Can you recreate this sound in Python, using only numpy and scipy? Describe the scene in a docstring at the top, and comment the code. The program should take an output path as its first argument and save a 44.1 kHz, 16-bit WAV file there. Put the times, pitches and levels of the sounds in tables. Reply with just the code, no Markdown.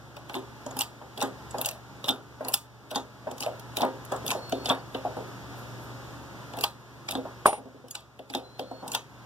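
"""Bottle jack in a steel press

A hydraulic jack is pumped by hand, close to a phone in a workshop. The loose handle linkage clicks and
scrapes at each turn of the stroke, frame and plank thud under the load, and once the steel cracks loudly.
Behind it sit a mains hum, a fan-like rush, a brush of cloth and twice a thin whistle.
The phone's gain ducks after sharp blows."""
import sys
import numpy as np
from scipy import signal
from scipy.fft import rfft, irfft, next_fast_len
from scipy.io import wavfile
from scipy.ndimage import uniform_filter1d, map_coordinates

SR = 44100
rng = np.random.default_rng(int(sys.argv[2]) if len(sys.argv) > 2 else 0)


def put_to_file(sound):
    """Save the sound as 16-bit audio at rate SR, in the file named by the first command-line argument."""
    columns = np.atleast_2d(sound).T  # one column per channel
    safe = np.clip(columns, -1, 1)
    whole_steps = np.round(safe * 32767)
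    wavfile.write(sys.argv[1], SR, whole_steps.astype(np.int16))


N = 407925

# Linkage clicks; mid and top tilt the tone at 7 and 12 kHz:
# start_s, level_db, mid_db, top_db, pin_pitch_hz, socket_ring_db
CLICK_CUES = [(0.1668, -42.5, -17, -16, 2780, -12), (0.296, -38.5, -23, -30, 2510, -5),
              (0.3425, -32.5, -42, -21, 3450, -19), (0.3516, -39, -3, -19.5, 3320, 8.5),
              (0.3674, -43, -36, -31, 3900, -4), (0.663, -43.5, 11, -1, 3200, -23),
              (0.7103, -43, -5, -12.5, 3600, -19), (0.7683, -35.5, -1, 4.5, 3120, -5),
              (0.79, -25.5, 0.5, 4, 4980, -28), (0.8089, -21, -3, -13, 2880, -5.5),
              (0.8172, -24, -23, -6, 2900, -15), (1.1761, -34.5, -21, -23, 3360, -14),
              (1.2047, -31.5, -18, -21, 4900, -13), (1.2142, -25.5, -16.5, -23, 3800, -12),
              (1.2244, -27, 1, -6, 3650, -2), (1.509, -42.5, 11, -2, 3770, -29),
              (1.5837, -35.5, -3, -9, 3380, -29), (1.6135, -23, -12, 7, 3800, -43),
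              (1.6478, -29, -6, -34, 2850, -17), (1.6587, -19, -5, 3, 2960, -32),
              (1.688, -24, -9, -11.5, 2570, -28), (1.711, -32, -13, 0, 2760, -15),
              (2.043, -31.5, -16, -16, 3620, 7.5), (2.058, -39, -9, -8, 3810, -10),
              (2.084, -21.5, -19, -30, 3050, -11), (2.09, -25.5, -10, 1, 3580, 16.5),
              (2.1075, -28, -8, -26, 3770, -19), (2.4482, -35, -2, -12, 4830, -16),
              (2.4838, -20.5, -11, 8, 4300, -28), (2.5398, -8.5, -5, 2.5, 3460, -27),
              (2.907, -33.5, -18, -16, 3300, -15), (2.9125, -27.5, -20, -8, 2880, -13),
              (2.9486, -31, -30, -26, 3180, -14), (2.958, -20.5, -3, -17, 3540, 7),
              (3.3131, -36.5, -2, -9.5, 3260, -20), (3.381, -38.5, 0.5, -2, 3260, -1),
              (3.4054, -26.5, 0, -3, 2800, -27), (3.425, -26.5, -22, -15, 2940, -13),
              (3.4334, -27.5, -9, -19.5, 2930, -19), (3.463, -32.5, -49, -24.5, 2470, -23),
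              (3.596, -40.5, -3.5, 4, 3250, -24), (3.7696, -21.5, -25, -9, 3790, -8),
              (3.7854, -34, -15, -15, 3700, -17), (3.8087, -29.5, -26.5, -12, 3670, 4),
              (3.8178, -23, -24, -26, 3370, -20), (4.0503, -47, 9, 12, 2870, -24),
              (4.12, -37, 4, 0, 3360, -14), (4.163, -42, 0, -11, 3600, -14),
              (4.264, -30.5, -9.5, 8, 3420, -12.5), (4.279, -26, -10, -10, 3360, -23),
              (4.3047, -22.5, -26, -16.5, 3210, -20), (4.3125, -25.5, 6.5, -22, 2900, -4),
              (4.3364, -39, -6, -24.5, 3320, -13), (4.4953, -38.5, -10, 2, 4150, -26),
              (4.5232, -28, -19, -23, 3000, -11), (4.6582, -25, -15, -25, 3050, 0),
              (4.6918, -24, -10, -24.5, 3320, -9), (4.699, -19.5, -47, -30, 3480, 5),
              (4.9477, -26.5, -43, -38, 2970, -18), (6.536, -42.5, -16, -24, 2730, -6),
              (6.5707, -43, -9, 1, 3540, -14), (6.5876, -37, -6, -4.5, 2850, -9),
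              (6.6096, -31, 1, 2, 4030, -23), (6.6386, -16.5, -15.5, -11, 3210, -19),
              (7.087, -24, -16.5, -28, 4800, -15), (7.11, -25, -11, -2, 3670, -14),
              (7.1217, -35, -21, -23, 3400, -5), (7.1517, -32, -25, -31.5, 3450, 3.5),
              (7.883, -47, -9.5, -3, 3050, -9.5), (7.9093, -35.5, 13, 10, 3360, -22),
              (7.9522, -27.5, -9, -16, 4000, -25), (8.1923, -46.5, -36, -34.5, 2550, -19),
              (8.3, -39.5, -17, -27.5, 3900, -19.5), (8.3378, -34.5, -35.5, -26, 3350, -14),
              (8.3495, -30, -15.5, -19.5, 3800, 6.5), (8.594, -33.5, -22, -23.5, 3275, -13),
              (8.879, -36, -2.5, -4, 3700, -34), (8.918, -32.5, 3, 0.5, 4400, -25),
              (8.9376, -36, -31, -14.5, 3140, -16), (8.9491, -20, -10.5, -15.5, 3470, -35)]
# Ring of the linkage pins: pitch_hz, level_db, t60_s
PIN_MODES = [(2730, -1, 0.049), (3100, -24.5, 0.033), (4000, -4, 0.016), (4680, -7, 0.056),
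             (5250, -5, 0.014), (6700, -16, 0.086), (6830, -13, 0.035), (8320, -18, 0.028),
             (11000, -14.5, 0.053), (12120, -8, 0.027)]
# Ring of the handle socket: pitch_hz, level_db, t60_s
SOCKET_MODES = [(3160, -10, .12), (3390, -7, .13), (3510, -7, .12), (3600, -1, .13), (3720, -5, .12),
                (3860, -9, .1)]
# Colour of the scraping pins: frequency_hz, level_db
SCRAPE_COLOUR = [(1500, -32), (2600, 16.5), (3600, -8), (6000, -1), (12000, 8), (16000, -12)]
# Frame and plank thuds; low and high tilt the tone at 260 and 1200 Hz:
# start_s, level_db, low_db, high_db, knock_pitch_hz, burst_t60_s
THUD_CUES = [(0.169, -36, -39, -13.5, 596, 0.096), (0.298, -33, -22, -9, 810, 0.17),
             (0.348, -28, -7, -3, 820, 0.11), (0.363, -26.5, -4.5, -20, 383, 0.089),
             (0.6631, -28, -12.5, -11, 594, 0.092), (0.712, -34, -12, -8, 580, 0.18),
             (0.766, -33, -2, -5, 860, 0.37), (0.791, -35, -28, 4, 860, .1),
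             (0.807, -31, -38, 4, 845, 0.31), (1.015, -30, -17, -12, 853, 0.094),
             (1.176, -28, -14, -13, 620, 0.49), (1.219, -17.5, -20, -7, 850, 0.19),
             (1.231, -23, -5, -15, 650, 0.34), (1.544, -22.5, -14.5, -14, 617, 0.12),
             (1.586, -26.5, -12, -11, 610, 0.16), (1.617, -32, -27, -5, 834, 0.98),
             (1.666, -27, -36, -7, 830, 0.45), (2.041, -29.5, -22, -12, 570, 0.97),
             (2.082, -28.5, -5, 7, 806, 0.19), (2.097, -20.5, -4, -12, 830, 0.4),
             (2.408, -21, -18, -18, 630, 0.16), (2.449, -24, -11, -5, 620, 0.34),
             (2.486, -25, -17, -11, 750, 0.17), (2.541, -26, -47, 2, 800, 0.079),
             (2.915, -22, -20, -13, 630, 0.43), (2.959, -16, -6, -5.5, 826, 0.15),
             (3.271, -18, -17, -12, 620, 0.11), (3.314, -23.5, -11, -23, 600, 0.08),
             (3.409, -30.5, -5.5, -5, 870, 0.21), (3.437, -26.5, -22, -8, 870, 0.26),
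             (3.464, -17, -24, -19, 644, 0.22), (3.773, -22.5, -12, -20, 804, 0.43),
             (3.805, -21.5, -15, -12, 830, 0.21), (3.82, -16.5, -9, -16, 700, 0.16),
             (3.829, -11.5, -10, -6, 608, 0.2), (3.845, -25, -4, -12, 623, 0.15),
             (4.119, -17, -20, -14, 610, 0.21), (4.243, -28.5, -15, -28, 850, 0.18),
             (4.288, -29.5, -5.5, -6, 745, 0.52), (4.316, -19.5, -24, -8, 1016, 0.059),
             (4.35, -22.5, -20, -28, 665, 0.34), (4.526, -16, -7.5, -37, 652, 0.1),
             (4.657, -29, -7, -14, 715, 0.19), (4.685, -21, -22, -8, 760, 0.29),
             (4.705, -11.5, -12, -7, 622, 0.21), (4.948, -18.5, -9.5, -14, 920, 0.1),
             (5.051, -15.5, -19.5, -14.5, 674, 0.18), (5.168, -20, -11.5, -22, 483, 0.1),
             (5.204, -29, -10, -37, 437, 0.1), (6.536, -32, -25, -12, 830, 0.75),
             (6.575, -30, -11, -10, 840, 0.58), (6.643, -25.5, -40, 5.5, 886, 0.084),
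             (7.089, -26.5, -19, -20, 820, 0.073), (7.128, -26, -16, -10, 896, 0.043),
             (7.152, -24, 2.5, -8, 750, 0.13), (7.178, -24.5, -8.5, -25, 482, 0.2),
             (7.253, -26, -21, -7.5, 650, 0.13), (7.581, -27.5, -14, -23, 421, 0.24),
             (7.655, -35, -3, -22, 427, 0.33), (7.744, -37, -3, -31, 422, .2),
             (7.84, -39.5, -1, -20, 496, 0.36), (7.95, -32.5, -32, -10, 815, 0.1),
             (8.194, -34, -9, -25.5, 710, 0.12), (8.301, -35, -8, -20, 806, 0.25),
             (8.349, -20, -12.5, -14.5, 830, 0.12), (8.594, -24, -15, -22.5, 755, 0.058),
             (8.619, -36.5, -1.5, -33, 534, 0.25), (8.713, -29, -12.5, -19, 700, 0.072),
             (8.827, -31, -7, -14.5, 537, 1), (8.948, -25, -25, -3.5, 893, 0.12)]
# Ring of the press frame: pitch_hz, level_db, t60_s
FRAME_MODES = [(264, 1, 0.2), (315.5, -24.5, 0.27), (381.7, -14, 0.4), (407, -15, 0.5), (491, -10, 0.3),
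               (527, -9.5, 0.37), (625, -7, 0.18), (714, -3.5, 0.098), (757, -8.5, 0.15), (819.3, -1, 0.15),
               (931, -6, 0.22), (1038, -7, 0.13), (1215, -13, 0.34), (1330, -34, 0.036)]
# A steel part slips and bounces; hardness is the 1-1.7 kHz band: start_s, level_db, hardness_db, treble_db
CRACK_CUES = [(7.4580, 1.5, 0, -9), (7.4632, -6, -25, 14.5), (7.4760, -5.5, -20, -18),
              (7.4845, -3, -29, -16), (7.5295, -7, -12, -10)]
# Ring of the part that slips: pitch_hz, level_db, t60_s
STEEL_MODES = [(420, -27, .15), (510, -26, .1), (754, -18, .08), (830, -16, .07), (620, -14, .05),
               (1130, 4, .013), (1510, -18, .03), (8100, -36, .05), (8840, -39, .28), (10500, -44, .3),
               (10850, -41, .35), (11430, -32, .06), (11800, -36, .06), (9188, -25, .22)]
# Colour of the crack's noise: frequency_hz, level_db
CRACK_COLOUR = [(120, -42), (250, -18), (500, -23), (800, -4), (1200, -6.5), (1600, -25), (2200, -6.5),
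                (4500, -20), (7400, -24), (8600, -16), (10600, -22), (12000, -27), (16000, -29.5)]
# Thin rising whistles: start_s, length_s, from_hz, to_hz, level_db
WHISTLE_CUES = [(4.33, 0.49, 4130, 4530, -53.5), (8.422, 0.42, 3980, 4325, -61)]
# Cloth brushes near the phone: peak_s, level_db
CLOTH_CUES = [(5.58, -57), (5.82, -58)]
# Colour of the cloth: frequency_hz, level_db
CLOTH_COLOUR = [(3000, -32), (7000, -8), (12500, 5), (15500, -2), (16000, -23)]
# Fader ride on rush and hum together: time_s, level_db
ROOM_FADER = [(0, -55), (.6, -51), (2.3, -48.5), (3.4, -48.5), (5.1, -45), (5.45, -47.5), (6.5, -49.5),
              (7.3, -50), (8.2, -61), (8.8, -55), (9.25, -51)]
# Colour of the fan-like rush: frequency_hz, level_db
RUSH_COLOUR = [(25, -20), (60, -7), (250, -3), (600, -8.5), (1000, -8), (1350, -9), (1700, -13.5),
               (2200, -18), (4000, -22), (6800, -25.5), (8000, -33), (11000, -34.5), (15300, -33.5),
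               (16000, -58)]
# Lines of the hum: pitch_hz
HUM_PITCHES = [71, 83, 120, 142.5, 240, 285]
# Strength of each hum line: over_rush_db, waver_db
HUM_LEVELS = [(-11.5, 5), (-29, 4.5), (-0.5, 1.5), (-10, 4), (-28, 5), (-14, 3.5)]
# The phone's two mic ports agree and disagree along the spectrum: frequency_hz, side_over_mid_db
PORT_WIDTH = [(50, -9), (500, -6), (1150, -18.5), (2170, 18), (3250, -13.5), (4250, 9), (5400, -6.5),
              (6300, 4.5), (7600, -4), (8600, -8), (9700, 8.5), (10750, -10), (11900, 6), (12800, -5),
              (13800, -4), (15000, 5)]

PRE_ROLL_S = .03  # space for the rub ahead of each contact


def linkage_clicks(bus):
    """Pins knock in their loose holes, short and bright; some blows ring the handle socket."""
    for start, db, mid_db, top_db, pin_hz, socket_db in CLICK_CUES:
        tilt = [(3700, 0.0038), (7000, mid_db + 10.5), (12000, top_db + 12.5)]
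        colour = [(150, -54), (600, -4), (2000, -7), (3500, 2.5),
                  (7000, mid_db + 7.5), (12000, top_db + 2.5), (15500, top_db + 3)]
        struck_pin = [(pin_hz, 14 + .22 * socket_db, .02)]  # rings harder when the socket does
        socket = [(hz, level + socket_db, t60) for hz, level, t60 in SOCKET_MODES]
        click = impact(PIN_MODES + struck_pin + socket, tilt, colour, length_s=1 / 6, attack_s=0.00051,
                       scatter_db=2, blur=0.32, rub_db=0.5, rub_s=0.0031,
                       burst_db=11, burst_t60=.026, ripple_db=6.5, room_db=-2, room_t60=.22)
        place(bus, start, amp(db - 8) * click)


def pin_scrape():
    """The pins rub: grit that swells into each click and dies away after it."""
    swell_s, tail_s = 0.011, 0.025
    triggers = np.zeros(N)
    for start, db, *_ in CLICK_CUES:
        triggers[round(start * SR)] = amp(db - 20)
    envelope = decay(triggers, tail_s) + decay(triggers[::-1], swell_s)[::-1]
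    grain = unit_rms(amp(6 * wobble(350)))
    return envelope * grain * noise(next_fast_len(N), SCRAPE_COLOUR, width=0.26)[:, :N]


def frame_thuds(bus):
    """The load shifts, and frame and plank answer with a dull ring."""
    for start, db, low_db, high_db, hz, t60 in THUD_CUES:
        tilt = [(260, low_db + 9.5), (650, 0.0057), (1200, high_db + 7)]
        colour = [(40, -68), (130, low_db - 16), (260, low_db), (650, -7),
                  (1200, high_db - 5.5), (2200, high_db - 18), (6000, -51.5)]
        knock = [(hz, 10 + 9 * np.log2(hz / 800), .034 * (800 / hz) ** 2)]  # deeper is softer and longer
        thud = impact(FRAME_MODES + knock, tilt, colour, length_s=1 / 5, attack_s=0.0014,
                      scatter_db=2.5, blur=0.1, rub_db=-9, rub_s=0.0046,
                      burst_db=-0.5, burst_t60=t60, ripple_db=5, room_db=-6.5, room_t60=0.34)
        place(bus, start, amp(db - 8.5) * thud)


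def steel_crack(bus):
    """A hard steel-on-steel snap with a high ring; the part bounces softly and is damped as it settles."""
    settle_s, damping_db_per_s = 7.585, 600
    for start, db, hardness_db, treble_db in CRACK_CUES:
        tilt = [(850, 0), (1050, hardness_db), (1700, hardness_db), (3000, treble_db)]
        colour = [(hz, level + curve_at(tilt, hz)) for hz, level in CRACK_COLOUR]
        snap = impact(STEEL_MODES, tilt, colour, length_s=1 / 3, attack_s=.0004,
                      scatter_db=1.5, blur=.11, rub_db=-32, rub_s=0.0032,
                      burst_db=-20, burst_t60=.05, ripple_db=-0.5, room_db=-22, room_t60=.22)
        t = start - PRE_ROLL_S + np.arange(snap.shape[1]) / SR
        resting_s = np.clip(t - settle_s, 0, 1)
        place(bus, start, snap * amp(db - damping_db_per_s * resting_s))


def thin_whistle():
    """A wavering tone that climbs quickly, then more slowly; it swells and eases off near its end."""
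    t, tone = np.arange(N) / SR, 0
    fade_s = 0.016
    for start, length, from_hz, to_hz, db in WHISTLE_CUES:
        progress = np.clip((t - start) / length, 0, 1)
        hz = from_hz + (to_hz - from_hz) * progress ** .62 + 8 * wobble(12) + 14 * wobble(150)
        gate = np.clip(np.minimum(t - start, start + length - t) / fade_s, 0, 1)
        swell = amp(db + 6 * np.sin(2.4 * progress) + 3 * wobble(12) + 2 * wobble(70))
        tone = tone + gate * swell * np.sin(2 * np.pi * np.cumsum(hz) / SR)
    return tone


def cloth_rustle():
    """Cloth brushes near the phone with a brief, fluttering hiss."""
    t = np.arange(N) / SR
    rise_db_per_s, fall_db_per_s = 670, 180
    envelope = sum(amp(db + np.minimum(rise_db_per_s * (t - peak), fall_db_per_s * (peak - t)))
                   for peak, db in CLOTH_CUES)
    flutter = amp(1.9 * wobble(60))
    return envelope * flutter * noise(next_fast_len(N), CLOTH_COLOUR, width=.5)[:, :N]


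def room_tone():
    """The workshop bed: a slightly uneven fan-like rush under wavering lines of hum."""
    t = np.arange(N) / SR
    rush = amp(0.38 * wobble(9)) * noise(next_fast_len(N), RUSH_COLOUR, width=1, ripple_db=3.5)[:, :N]
    hum = sum(amp(db + waver_db * wobble(14)) * np.sin(2 * np.pi * hz * t + 0.23 * wobble(2.59))
              for hz, (db, waver_db) in zip(HUM_PITCHES, HUM_LEVELS))
    return amp(np.interp(t, *np.transpose(ROOM_FADER)) + 4.5) * (rush + hum)


def impact(modes, tilt, colour, length_s, attack_s, scatter_db, blur, rub_db, rub_s,
           burst_db, burst_t60, ripple_db, room_db, room_t60):
    """One contact: a short rub, ringing modes, a noisy burst of dense modes and the workshop's tail."""
    size = next_fast_len(round(length_s * SR))
    t = np.arange(size, dtype=np.float32) / SR - PRE_ROLL_S
    age = np.clip(t, 0, 1)
    hz, db, t60 = np.transpose(np.float32(modes))[:, :, None]
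    db = np.float32(db + curve_at(tilt, hz) + scatter_db * rng.standard_normal(hz.shape))
    # Loose parts blur each mode: its phase wanders.
    drift = blur * np.cumsum(rng.standard_normal((len(hz), size // 64 + 1), np.float32), axis=1)
    drift = uniform_filter1d(np.repeat(drift, 64, axis=1), size=64)[:, :size]
    phase = 2 * np.pi * hz * age + drift * (t > .002)
    # Each mode reaches the two mic ports a little differently.
    port_gains = np.float32(1 + 0.24 * rng.standard_normal(len(hz)) * [[0], [1]])
    ring = port_gains @ (amp(db - 60 * age / t60) * np.sin(phase))
    attack = 1 - np.exp(-age / attack_s)
    rub = amp(rub_db) * np.exp(-abs(t) / rub_s)
    burst = attack * amp(burst_db - 60 * age / burst_t60)
    contact = (burst + rub) * noise(size, colour, 0.77, ripple_db)
    bloom = 1 - np.exp(-age / 0.0081)
    fade_out = np.clip((t[-1] - t) / 0.0096, 0, 1)
    octaves_up = np.log2(np.clip(np.fft.rfftfreq(size, 1 / SR) / 4000, 1, None))
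    dull_wash = irfft(amp(-5 * octaves_up) * rfft(noise(size, colour, 0.3, ripple_db / 2)), size)
    tail = amp(room_db - 60 * age / room_t60) * bloom * fade_out * dull_wash
    return ring * attack + contact + tail


def noise(size, colour, width, ripple_db=0):
    """Coloured stereo noise at unit rms; ripples in its spectrum stand for crowds of modes."""
    mid, side, bumps = rng.standard_normal((3, size))
    pair = np.array([mid + width * side, mid - width * side])
    ripple = unit_rms(uniform_filter1d(uniform_filter1d(bumps[:size // 2 + 1], size=30), size=30))
    eq_db = curve_at(colour, np.fft.rfftfreq(size, 1 / SR)) + ripple_db * ripple
    return unit_rms(irfft(rfft(pair) * amp(eq_db), size))


def place(bus, start_s, hit):
    """Mix a hit into the bus with its contact landing on start_s."""
    bus[:, round((start_s - PRE_ROLL_S) * SR):][:, :hit.shape[1]] += hit


def wobble(rate_hz):
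    """A smooth random modulator."""
    return map_coordinates(rng.standard_normal(int(N * rate_hz / SR) + 4), [np.arange(N) * rate_hz / SR])


def decay(triggers, time_s):
    """Give each trigger an exponential tail."""
    return signal.lfilter([1], [1, -np.exp(-1 / (time_s * SR))], triggers)


def curve_at(points, hz):
    """Read an EQ curve on a log frequency axis."""
    points_hz, points_db = np.transpose(points)
    return np.interp(np.log(hz + 1), np.log(points_hz + 1), points_db)


def amp(db):
    return 10 ** (np.asarray(db) / 20)


def unit_rms(x):
    return x / np.sqrt(np.mean(x ** 2, axis=-1, keepdims=True) + 1e-20)


def gain_ducking(x):
    """Sharp blows pull the phone's gain down just after they land; it creeps back at a steady rate."""
    threshold_db, slope, release_db_per_s, attack_s = -31.5, 0.52, 7.2, 0.026
    window = 441  # 10 ms, both to average and to react late
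    sidechain = signal.sosfilt(signal.butter(2, 2010, "high", fs=SR, output="sos"), x)
    level_db = 10 * np.log10(abs(uniform_filter1d(np.mean(sidechain ** 2, axis=0), size=window)) + 1e-12)
    over_db = np.clip(level_db - threshold_db, 0, None)
    release = release_db_per_s * np.arange(N) / SR
    cut_db = np.maximum.accumulate(slope * over_db + release) - release
    late_cut_db = np.pad(cut_db, (window, 0))[:N]
    lag = np.exp(-1 / (attack_s * SR))
    return x * amp(-signal.lfilter([1 - lag], [1, -lag], late_cut_db))


def scene():
    """Jack and press up front, the workshop behind."""
    press = np.zeros((2, N + SR))
    linkage_clicks(press)
    frame_thuds(press)
    steel_crack(press)
    return press[:, :N] + pin_scrape() + room_tone() + thin_whistle() + cloth_rustle()


def record(dry):
    """The phone ducks, trims deep bass, splits each frequency into mid and side, clips and cuts the top."""
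    low_cut_hz, high_cut_hz = 40, 16300
    size = next_fast_len(N + SR // 4)
    hz = np.fft.rfftfreq(size, 1 / SR)
    angle = np.arctan(amp(np.interp(hz, *np.transpose(PORT_WIDTH))))
    low_cut = (1j * hz / (low_cut_hz + 1j * hz)) ** 2
    port_a, port_b = rfft(gain_ducking(dry), size) * low_cut
    mid, side = np.cos(angle) * port_a, -1j * np.sin(angle) * port_b
    clipped = np.clip(irfft([mid + side, mid - side], size), -.97, .97)
    return irfft(rfft(clipped) * (hz < high_cut_hz), size)[:, :N]


dry = scene()
out = record(dry)
put_to_file(out)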